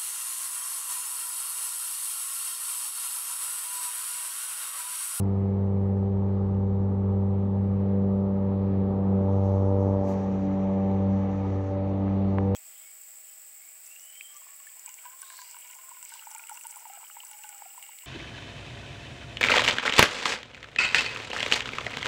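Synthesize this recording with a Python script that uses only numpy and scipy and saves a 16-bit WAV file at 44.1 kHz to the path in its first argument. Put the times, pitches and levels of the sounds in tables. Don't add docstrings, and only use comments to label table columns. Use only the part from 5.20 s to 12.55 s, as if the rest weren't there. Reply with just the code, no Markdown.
import sys
import numpy as np
from scipy import signal
from scipy.fft import rfft, irfft, next_fast_len
from scipy.io import wavfile
from scipy.ndimage import uniform_filter1d

SR = 44100
rng = np.random.default_rng(int(sys.argv[2]) if len(sys.argv) > 2 else 0)


def unload_wav(signal):
    wavfile.write(
        sys.argv[1],
        SR,
        np.round(np.clip(np.atleast_2d(signal).T, -1, 1) * 32767).astype(np.int16),
    )


def level_to_linear(level):
    exponent = np.asarray(level, float) / 20
    return 10 ** exponent


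N = 324130
TIME = np.arange(N) / SR


def curves(table):
    s, *columns = np.transpose(table)
    return [np.interp(TIME, s, column) for column in columns]


def walk(rate):
    hold = int(SR / rate)
    steps = np.repeat(rng.standard_normal(N // hold + 1), hold)
    return 1.3 * uniform_filter1d(uniform_filter1d(steps, hold), hold)[:N]


def swells(rows):
    return sum(db * np.exp(-((TIME - s) / width) ** 2) for s, width, db in rows)


def gust(s, db, held, rise_db, fall_db):
    return db - rise_db * np.clip(s - TIME, 0, None) - fall_db * np.clip(TIME - s - held, 0, None)


def noise(spectrum, patchy_db, rate, within=(0, SR)):
    size = next_fast_len(N)
    hz = np.arange(1, size // 2 + 2) * SR / size
    f, db = np.transpose(spectrum)
    colour = level_to_linear(np.interp(np.log(hz), np.log(f), db, -150, -150))
    bins = rfft(rng.standard_normal(size)) * colour
    inside = irfft(bins * (hz > within[0]) * (hz < within[1]), size)
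    place = 2 * np.log2(hz / f[0])
    out = 0
    for band in range(int(2 * np.log2(f[-1] / f[0])) + 2):
        share = np.clip(1 - abs(place - band), 0, 1)
        out = out + irfft(bins * share, size)[:N] * level_to_linear(patchy_db * walk(rate))
    return out / inside.std()


# (time [s], blade pass [Hz], hum level [dB], lift of the deck tones [dB])
SWING = [(0, 97.95, -26, -1.5), (1.12, 97.65, -26.5, -0.7), (2.38, 98.2, -26, -2), (3.15, 97.5, -30.5, 2.5),
         (3.25, 97.5, -29.0, 3), (3.6, 96.7, -28, 2), (3.72, 97.34, -30.2, 4.5), (4.18, 97.44, -23.2, 9),
         (4.38, 97.17, -23.5, 9.5), (4.73, 97.48, -25.5, 11.5), (4.88, 96.4, -32.5, 10.3),
         (5.12, 96.3, -34.9, 6), (5.5, 96.6, -34.7, 6.5), (5.9, 97.07, -26.5, 5.5),
         (6.12, 96.79, -30.5, 3.2), (6.38, 96.5, -27.5, 4.5), (6.48, 96.7, -31, 4), (7.35, 97.3, -25.5, 5)]


def swing():
    return curves(SWING)


# (time [s], share of direct sound [0-1])
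FACING = [
    (0, 0),
    (3.75, 0.16),
    (4.25, .95),
    (4.82, .95),
    (5.05, 0.2),
    (7.35, 0),
]


def facing():
    return curves(FACING)[0]


def turned():
    turn_s, turn_length_s = 4.83, .05
    return np.clip((TIME - turn_s) / turn_length_s, 0, 1)


# (time [s], half width [s], level [dB])
THICK_GRASS = [
    (0.0, .12, 1),
    (2.7, .2, 1.5),
    (3.65, .25, 2),
    (4.92, .09, 3.5),
    (6.2, .22, 3.5),
    (6.95, .1, 1.2),
]


def thick_grass():
    return swells(THICK_GRASS)


# (level with the deck down [dB], share of the lift [ratio], flutter [dB])
ORDER_RULES = [
    (-29.1, 0.035, 0.1),
    (-46.5, 0.91, .6),
    (-39.5, -0.034, .5),
    (-44, 0.62, .8),
    (-48, 1.37, .5),
    (-59, 1.1, 1.0),
    (-51.8, 0.5, .8),
]
# (time [s], half width [s], level [dB])
ECHO_SWELLS = [
    [(2.93, 0.49, 3.5), (3.6, .06, 2.5), (3.93, 0.096, 5.5), (4.53, .2, -2), (5.62, 0.4, 3), (5.93, .06, 3),
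     (6.45, 0.21, -8), (6.47, .035, -9), (7.02, .09, 3), (7.35, 0.075, 1.5)],
    [(.03, 0.16, 6.8), (.53, .3, -3.5), (2.48, 0.051, -5.5), (3.53, 0.14, 5.5), (4.62, .2, 3),
     (5.0, 0.068, -4.1), (5.28, .09, 8.5), (6.23, 0.26, 3.5), (6.68, 0.78, 5), (6.85, 0.092, 4),
     (7.23, 0.089, 4.5)],
    [(.73, .45, 1.2), (2.43, 0.15, -4), (2.93, 0.17, 2), (3.97, .1, 5), (4.6, 0.19, 1.5), (5.2, 0.24, -5.9),
     (5.98, .1, -16), (6.14, .1, -16), (6.65, 0.37, -5)],
]
# (time [s], half width [s], level [dB])
DECK_SWELLS = [
    [(2.85, .3, 3), (4.3, .49, 4), (5.27, .17, -6.5), (6.33, 0.81, -2.5), (7.1, .035, -10),
     (7.3, 0.11, 8.5)],
    [(.12, .13, -4), (2.9, .45, 4.5), (3.85, 0.09, -4), (5.65, .2, 2.5), (6.28, 0.055, -4),
     (6.58, .11, 5.5)],
    [(.08, .35, 7.5), (3.28, 0.12, -8), (3.8, .15, 4), (5.1, .09, -10), (5.45, 0.17, 4), (6.43, 0.056, -7),
     (6.98, .2, 6)],
    [(.23, 0.14, -8), (3.05, .45, -5.5), (3.5, .06, -7), (3.72, .12, 2.5), (4.38, .04, -8), (5.1, .12, 1),
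     (5.7, .06, 2.5), (5.9, .7, 4), (7.2, 0.049, 6.5)],
]


def order_levels(hum_db, lift_db):
    levels = [hum_db]
    for (db, share, flutter_db), rows in zip(ORDER_RULES, ECHO_SWELLS + DECK_SWELLS):
        levels.append(db + share * lift_db + swells(rows) + flutter_db * walk(6))
    return levels


def tone(turn, order, db, rough_db, wander):
    scatter = rng.uniform(-np.pi, np.pi) + wander * walk(0.786)
    phase = order * turn + .07 * order ** 2 + (1 - facing()) * scatter
    return np.sqrt(2) * level_to_linear(db + rough_db * walk(18)) * np.cos(phase)


# (order of the blade pass, level re order 8 [dB])
TOP_ORDERS = [
    (9, -5),
    (10, -12),
    (11, -20.5),
    (12, -17.5),
]
# (order of the blade pass, level re -24.5 dB [dB])
UNEVEN_ORDERS = [
    (.5, -41),
    (1.5, -27),
    (2.5, -32.5),
    (4.5, -34),
]


def blade(turn, low_db, deck_db):
    low = sum(tone(turn, k + 1, db, 0.3 + 0.067 * k, 1.0) for k, db in enumerate(low_db))
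    deck = sum(tone(turn, k + 5, db + 0.54, 1.0, 0.59) for k, db in enumerate(deck_db))
    top = sum(tone(turn, k, deck_db[-1] + db, rough_db=0.0, wander=0.57) for k, db in TOP_ORDERS)
    uneven = sum(tone(turn, k, -24.5 + db, rough_db=5.0, wander=2.1) for k, db in UNEVEN_ORDERS)
    return low + deck + top + uneven


# (frequency [Hz], level [dB per Hz])
LOW_ROAR = [(12, -17), (25, -14.5), (38, -10.5), (50, -4.5), (61, 0.5), (70, -3), (80, -3), (122, -5),
            (165, 0), (232, -1), (268, -2.5), (330, -6.5), (440, -4.5), (600, -16.5)]


def low_air():
    db = -48 - 1.1 * turned() + 0.98 * walk(3)
    return level_to_linear(db) * noise(LOW_ROAR, 0.88, 4, within=(112, 180))


# (frequency [Hz], level [dB per Hz])
DECK_ROAR = [(220, -10.5), (330, 8), (445, 10), (560, 9), (640, 2.5), (730, 4), (830, 6.5), (950, 4),
             (1000, 0.5), (1150, 0), (1265, 0.5), (1335, -8), (1500, -14.5), (2000, -30)]


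def deck_air(lift_db):
    db = -53 + .45 * lift_db + .5 * thick_grass()
    return level_to_linear(db) * noise(DECK_ROAR, 1.0, 8, within=(900, 1350))


# (frequency [Hz], level [dB per Hz])
CLIPPINGS = [(1200, -15.5), (1450, -4.5), (1700, 4), (2000, 3), (2300, -2), (2750, -4.5), (3200, -7.5),
             (3800, -9.5), (4500, -13.5), (4900, -19), (5400, -29.5), (6500, -46)]


def clippings(lift_db):
    db = -65.5 + 0.16 * lift_db * (1 - turned()) + 6.5 * turned() + thick_grass()
    return level_to_linear(db) * noise(CLIPPINGS, 1.3, 8.5, within=(1500, 4800))


# (frequency [Hz], level [dB per Hz])
WHISTLE = [(3800, -16.5), (4600, -10), (5250, -9.5), (5600, -1.5), (6100, -1), (6700, -7), (7400, -11.5),
           (8100, -18), (9000, -26), (9500, -41.5)]
# (time [s], level [dB], held [s])
FAN_GUSTS = [(4.02, -81, .02), (4.13, -74, 0.074), (4.25, -69.5, .02), (4.33, -70, 0.043), (4.44, -72, .03),
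             (4.61, -72, 0.11), (4.86, -65, 0.066), (4.96, -67, 0.081), (5.12, -69.5, .04),
             (5.2, -69.5, .05), (5.32, -71, .02), (5.4, -72, 0.031), (5.52, -75, 0.019), (5.59, -78, 0.056),
             (5.74, -77, 0.095), (5.91, -72.5, .12), (6.12, -70, 0.077), (6.259, -70.5, .1),
             (6.411, -70, 0.079), (6.55, -83, 0.069), (6.685, -75, 0.014), (6.78, -79, 0.028),
             (6.89, -77.5, .1), (7.1, -75, .04), (7.21, -76, 0.029)]


def fan():
    rise_db_s, fall_db_s = 200, 140
    gust_db = np.max([gust(*row, rise_db_s, fall_db_s) for row in FAN_GUSTS], axis=0)
    seen_db = gust(4.12, -81, 2.38, rise_db_s, fall_db_s) + 1.5 * walk(14)
    hidden_db = -87.5
    power = level_to_linear(2 * gust_db) + level_to_linear(2 * seen_db) + level_to_linear(2 * hidden_db)
    return np.sqrt(power) * noise(WHISTLE, .7, 25, within=(5400, 8000))


def drone():
    phase = 2 * np.pi * np.cumsum(61.7 + 1.5 * walk(5)) / SR
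    return np.sqrt(2) * level_to_linear(-50.5 + 1.3 * walk(5.4)) * np.sin(phase)


# (time [s], peak level [dB], ring [Hz], decay [s])
SNAPS = [
    (0.0338, -51.5, 5340, 0.0046),
    (1.347, -52, 2900, .006),
    (5.714, -53, 4000, .02),
    (6.8798, -29, 824, 0.015),
    (7.1847, -15.2, 1000, 0.009),
]


def snaps():
    out = np.zeros(N)
    for s, db, hz, t60 in SNAPS:
        t = np.clip(TIME - s, 0, None)
        ring = np.sin(2 * np.pi * hz * t) * np.exp(-np.log(1000) * t / t60)
        crack = np.sin(2 * np.pi * 1.68 * hz * t) * np.exp(-np.log(1000) * t / (0.35 * t60))
        contact = np.hanning(int(.28 * SR / hz) + 3)
        out -= level_to_linear(db) * np.convolve(ring + 0.74 * crack, contact / contact.sum())[:N]
    return out


# (time [s], length [s], level [dB], frequency [Hz], width [Hz])
CHIRPS = [
    (0.755, .05, -83, 5300, 600),
    (1.22, .04, -87.5, 5450, 200),
    (1.61, .05, -82.5, 5500, 700),
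]


def chirps():
    out = 0
    for s, length, db, hz, width_hz in CHIRPS:
        swell = np.sin(np.pi * np.clip((TIME - s) / length, 0, 1))
        spectrum = [(hz - width_hz, -12), (hz, 0), (hz + width_hz, -12)]
        out = out + level_to_linear(db) * swell * noise(spectrum, 0, 5)
    return out


# (frequency [Hz], level [dB per Hz])
OPEN_DECK = [(2200, -17.5), (2600, -0.5), (3500, 0.5), (4600, -4), (5200, -8), (5800, -16.5)]


def open_deck():
    return level_to_linear(-71.5) * facing() * noise(OPEN_DECK, 1.7, 11.0)


# (frequency [Hz], level [dB per Hz])
DECK_MOUTH = [(600, -22), (780, -2), (870, -2), (960, -3), (1150, -16.5), (1250, -29)]


def deck_mouth():
    return level_to_linear(-46) * swells([(4.5, .5, 1)]) * noise(DECK_MOUTH, .5, 7.9)


# (frequency [Hz], level [dB per Hz])
CHUTE = [(1900, -15), (2200, 0), (2600, 0), (2900, -15)]


def chute():
    return level_to_linear(-70) * turned() * noise(CHUTE, 1.5, 7.5)


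# (frequency [Hz], level [dB per Hz])
SPRAY = [(3500, 0), (4500, 6), (6500, 8), (8100, 2), (9400, -2), (10200, -2), (12000, -0.5), (14000, -6),
         (16500, -2)]


def spray():
    db = gust(4.885, -71, held=.035, rise_db=560, fall_db=300)
    return level_to_linear(db) * noise(SPRAY, 0.28, 22, within=(8500, 15500))


def air(turn, lift_db):
    push = 1 + 0.22 * np.cos(turn)
    return low_air() + (deck_air(lift_db) + deck_mouth()) * push


def hiss(turn, lift_db):
    throw = 1 + 0.08 * np.cos(turn / 2)
    return throw * (clippings(lift_db) + open_deck() + chute() + fan()) + spray()


# (delay [s], gain [ratio])
ECHOES = [
    (.0013, 0.1),
    (.0041, -0.096),
    (.0097, 0.17),
    (.017, .15),
    (.029, -0.1),
]


def garden(x):
    echoes = sum(gain * np.interp(TIME - delay * (1 + .04 * walk(.7)), TIME, x) for delay, gain in ECHOES)
    return (x + echoes) / np.sqrt(1 + sum(gain ** 2 for _, gain in ECHOES))


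def scene():
    hz, hum_db, lift_db = swing()
    turn = 2 * np.pi * np.cumsum(hz + .15 * walk(7)) / SR
    levels = order_levels(hum_db + 0.37 * walk(7.6), lift_db)
    tones = blade(turn, levels[:4], levels[4:])
    mower = tones + garden(air(turn, lift_db) + hiss(turn, lift_db)) + snaps()
    return (mower + chirps() + drone())[None]


def low_pass(x):
    return signal.sosfilt(signal.butter(12, 15750, fs=SR, output="sos"), x)


# (frequency [Hz], level [dB per Hz])
MIC_HISS = [(3000, -4.5), (6000, 0), (7400, 0), (8800, 2.5), (9450, 0), (10200, 5.5), (11000, -0.5),
            (12000, -1), (13600, 3.5), (16500, -0.5)]


def record(dry):
    clock_hz, top_hz = 16000, 15720
    mirror = level_to_linear(-58) * dry * np.cos(2 * np.pi * clock_hz * TIME)
    heard = dry + mirror + level_to_linear(-86) * noise(MIC_HISS, .3, 5)
    heard = signal.sosfilt(signal.ellip(12, .1, 70, top_hz, fs=SR, output="sos"), heard)
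    return low_pass(heard)


dry = scene()
out = record(dry)
unload_wav(out)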